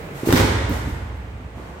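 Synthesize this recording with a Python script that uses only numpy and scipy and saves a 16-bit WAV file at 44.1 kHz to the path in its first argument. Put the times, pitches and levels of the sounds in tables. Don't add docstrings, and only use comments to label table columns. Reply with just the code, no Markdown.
import sys
import numpy as np
from scipy import signal
from scipy.fft import rfft, irfft
from scipy.io import wavfile

SR = 44100
rng = np.random.default_rng(int(sys.argv[2]) if len(sys.argv) > 2 else 0)


def bounce(signal):
    frames = np.transpose(np.atleast_2d(signal))
    limited = np.clip(frames, -1, 1)
    pcm = np.round(limited * 32767).astype(np.int16)
    wavfile.write(sys.argv[1], SR, pcm)


N = 79380
TIME = np.arange(N) / SR
HZ = np.fft.rfftfreq(2 * N, 1 / SR)

# pulse centre in seconds, relative level in dB, nominal pitch in Hz,
# ring level in dB relative to the pulse.
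BLOWS = [(0.2349, -13.5, 280, -10.5), (0.2744, -7.5, 274, -5), (.290, -8, 284, -3), (0.3, -10, 127, -26),
         (0.327, -10, 199, -11), (.3375, -2, 187.4, -10), (.357, -8.5, 254, -8), (.398, -10, 181.5, -9),
         (.410, -14, 103, -36), (.446, -12, 206, -9), (.698, -16, 221, -13.5), (.708, -13, 192.3, -10),
         (0.861, -19, 148, -19), (0.875, -17, 209, -11.5), (0.928, -22, 65.6, -16), (1.127, -34, 64, -10.5),
         (1.355, -29, 138, -22), (1.402, -31, 197, -7), (1.574, -28.5, 166, -1), (1.600, -27.5, 393, -13)]
THUD_CYCLES = 0.38
THUD_RING_S, THUD_RING_RATIO = 0.012, 1.195
THUD_EARLY_DB, THUD_ROOM_DB = -8, -5

# frequency in Hz, relative level in dB, 60 dB decay time in seconds.
ROOM_MODES = [(50.75, -35.1, 2.99), (59.51, -23.9, 5.0), (61.95, -29.8, 2.48), (67.43, -30.3, 3.0),
              (71.05, -28.1, 4.83), (78.19, -25.8, 3.58), (82.96, -34.8, 3.25), (88.02, -23.2, 3.24),
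              (90.86, -30.6, 2.9), (101.18, -23.9, 2.37), (110.12, -25.1, 3.43), (114.04, -28.4, 2.2),
              (119.95, -28.5, 2.32), (135.81, -33.4, 2.17)]
LANDING_S, BOOM_RISE_S, BOOM_DB = 0.3375, 0.025, 1

# start in seconds, relative level in dB, decay in seconds,
# treble tilt in dB per octave.
SLAP_EVENTS = [(0.2705, -25, 0.0088, 9.5), (0.285, -23.5, 0.013, -4), (.304, -22, 0.02, -4),
               (.325, -14, 0.0018, 0.5), (0.336, -20.5, 0.021, -2.5), (0.355, -20, 0.013, 0),
               (0.369, -17.5, .011, -0.44), (.381, -17.5, 0.0049, -1.8), (.394, -21.5, 0.021, -2),
               (.6935, -27, 0.0035, 8.5)]
# frequency in Hz, relative level in dB.
SLAP_SPECTRUM = [(80, -29), (300, -0.5), (480, 5.5), (650, -4), (900, 0.5), (1150, -2.5), (1400, -1.5),
                 (2200, -1), (2750, -9), (3600, -5), (4900, -8.5), (8500, -15), (9800, -19.5),
                 (16000, -17.5)]
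SLAP_RISE_S, SLAP_GRAIN_DB = 0.00085, 4
SLAP_DIRECT_DB, SLAP_EARLY_DB, SLAP_ROOM_DB = 1, -1, 2.5

# start in seconds, relative level in dB,
# width in seconds.
AIR_CRACKS = [(.3265, -5, .00016), (.3823, -8, .00009)]
CRACK_EARLY_DB = -6

# start in seconds, rise in seconds, decay in seconds,
# relative level in dB, treble tilt in dB per octave.
SLIDES = [(.11, 0.051, 0.21, -42, -1.5), (0.243, 0.018, 0.068, -30.5, -0.5), (.325, 0.034, 0.037, -36, 6.5),
          (0.691, 0.028, 0.047, -35.5, -1.5), (0.859, 0.032, 0.016, -48.5, 3),
          (1.121, 0.05, 0.021, -64, 15), (1.54, 0.018, 0.22, -44.5, -5)]
# frequency in Hz, relative level in dB.
SCUFF_SPECTRUM = [(80, -12), (300, -7.5), (700, 9), (2200, 1.5), (4500, -3.5), (8600, -2), (9600, -6.5),
                  (13000, 0), (16000, -13)]
SCUFF_GRAIN_DB, SCUFF_LEFT_DB = 1.1, 1
SCUFF_DIRECT_DB, SCUFF_ROOM_DB = -1.5, 3

# frequency in Hz, 60 dB decay time in seconds.
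REVERB_TIME = [(60, 1.14), (150, 0.94), (300, 1.2), (700, 1.91), (2000, 1.81), (4000, 1.29), (8000, 1.03),
               (15000, 0.38)]
# frequency in Hz, correlation from -1 to 1.
CORRELATION = [(60, 0.88), (180, 1), (350, 0.81), (700, 0.48), (1300, -0.16), (3000, -0.14), (15000, 0.33)]
ROOM_BUILD_S, EARLY_S = 0.0054, 0.019
REFLECTIONS_PER_S = 2000
ECHO_LOW_CUT_HZ = 85

# frequency in Hz, relative level in dB.
AIR_SPECTRUM = [(30, -9), (70, 0), (170, 0.5), (330, -5.5), (550, -8), (1100, -12.5), (2200, -17.5),
                (3200, -24), (5000, -34), (8600, -36.5), (9600, -44.5), (15500, -46)]
# frequency in Hz, relative level in dB.
EARLIER_SPECTRUM = [(30, -30), (55, 6), (85, -3), (140, 6.5), (220, -5), (460, 1), (750, -8), (2300, -12),
                    (3200, -21.5), (5000, -29.5), (8600, -31), (10500, -35.5), (15500, -32.5)]
AIR_DB, EARLIER_DB, EARLIER_FADE_DB_PER_S = -40, -33.5, -12

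LEFT_DB, RIGHT_DB = -1.42, 0.62
CEILING, EDGE_HZ = 0.92, 15950


def amp(db):
    return 10 ** (np.asarray(db) / 20)


def unit(x):
    return x / np.sqrt(np.mean(x ** 2) + 1e-20)


def unit_energy(response):
    return response / np.sqrt(np.sum(response ** 2) / 2)


def read(points, hz):
    f, value = np.transpose(points)
    return np.interp(np.log(hz + 1), np.log(f + 1), value)


def convolve(x, response):
    return signal.fftconvolve(np.atleast_2d(x), response, axes=1)[:, :N]


def diffuse(pair, gain=1):
    a, b = rfft(pair, 2 * N)
    same = np.clip(read(CORRELATION, HZ), -1, 1)
    mid = a * np.sqrt((1 + same) / 2)
    side = b * np.sqrt((1 - same) / 2)
    spectrum = np.array([mid + side, mid - side]) * gain
    return unit(irfft(spectrum)[:, :N])


def friction(colour, tilt_db, grain_db):
    grain = 32
    excess = np.minimum(rng.exponential(1, N // grain + 1), 4)
    size = amp(grain_db * excess).repeat(grain)[:N]
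    octaves = np.log2(np.maximum(HZ, 300) / 2000)
    gain = amp(read(colour, HZ) + tilt_db * octaves)
    return diffuse(rng.standard_normal((2, N)) * size, gain)


def taps():
    above = HZ ** 3 / np.hypot(HZ ** 3, ECHO_LOW_CUT_HZ ** 3)
    signs = rng.choice([-1., 1.], (2, N))
    present = rng.random((2, N)) < REFLECTIONS_PER_S / SR
    return diffuse(signs * present, above)


def early():
    return unit_energy(taps() * np.exp(-TIME / EARLY_S) * (TIME > .002))


def hall():
    hz, t, bands = signal.stft(taps(), SR, nperseg=512)
    decay = amp(-60 * t / read(REVERB_TIME, hz)[:, None])
    tail = signal.istft(bands * decay, SR, nperseg=512)[1][:, :N]
    return unit_energy(tail * (1 - np.exp(-TIME / ROOM_BUILD_S)))


def thuds():
    dry = np.zeros(N)
    for s, db, hz, ring_db in BLOWS:
        u = (TIME - s) * hz / THUD_CYCLES
        t = np.maximum(TIME - s, 0)
        push = (1 - 2 * u ** 2) * np.exp(-u ** 2)
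        ring = np.sin(2 * np.pi * hz * THUD_RING_RATIO * t) * np.exp(-t / THUD_RING_S)
        dry += amp(db) * (push - amp(ring_db) * ring)
    room = amp(THUD_EARLY_DB) * early() + amp(THUD_ROOM_DB) * hall()
    return dry + convolve(dry, room)


def boom():
    t = np.maximum(TIME - LANDING_S, 0)
    ring = np.zeros(N)
    for hz, db, t60 in ROOM_MODES:
        ring += amp(db - 60 * t / t60) * np.sin(2 * np.pi * hz * t)
    return amp(BOOM_DB) * ring * (1 - np.exp(-t / BOOM_RISE_S))


def slaps():
    dry = np.zeros((2, N))
    for s, db, decay, tilt in SLAP_EVENTS:
        rise = np.clip((TIME - s) / SLAP_RISE_S, 0, 1)
        fall = np.exp(-np.maximum(TIME - s - SLAP_RISE_S, 0) / decay)
        dry += amp(db) * rise * fall * friction(SLAP_SPECTRUM, tilt, SLAP_GRAIN_DB)
    room = amp(SLAP_EARLY_DB) * early() + amp(SLAP_ROOM_DB) * hall()
    return amp(SLAP_DIRECT_DB) * dry + convolve(dry, room)


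def cracks():
    dry = np.zeros(N)
    for s, db, width in AIR_CRACKS:
        u = (np.arange(N) - round(s * SR)) / SR / width
        dry -= amp(db) * (u >= 0) * (1 - u) * np.exp(-abs(u))
    return dry + amp(CRACK_EARLY_DB) * convolve(dry, early())


def scuffs():
    dry = np.zeros((2, N))
    for s, rise_s, decay, db, tilt in SLIDES:
        rise = np.clip((TIME - s) / rise_s, 0, 1) ** 2
        fall = np.exp(-np.maximum(TIME - s - rise_s, 0) / decay)
        dry += amp(db) * rise * fall * friction(SCUFF_SPECTRUM, tilt, SCUFF_GRAIN_DB)
    return amp(SCUFF_DIRECT_DB) * dry + amp(SCUFF_ROOM_DB) * convolve(dry, hall())


def air():
    steady = diffuse(rng.standard_normal((2, N)), amp(read(AIR_SPECTRUM, HZ)))
    echo = diffuse(rng.standard_normal((2, N)), amp(read(EARLIER_SPECTRUM, HZ)))
    return amp(AIR_DB) * steady + amp(EARLIER_DB + EARLIER_FADE_DB_PER_S * TIME) * echo


def scene():
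    landing = thuds() + boom() + slaps() + cracks()
    sliding = scuffs() * amp([[SCUFF_LEFT_DB], [0]])
    return (landing + sliding + air()) * amp([[LEFT_DB], [RIGHT_DB]])


def record(dry):
    rounded = dry / (1 + (dry / CEILING) ** 8) ** (1 / 8)
    low_pass = signal.firwin(511, EDGE_HZ, window=("kaiser", 9), fs=SR)
    return signal.oaconvolve(rounded, low_pass[None], "same")


dry = scene()
out = record(dry)
bounce(out)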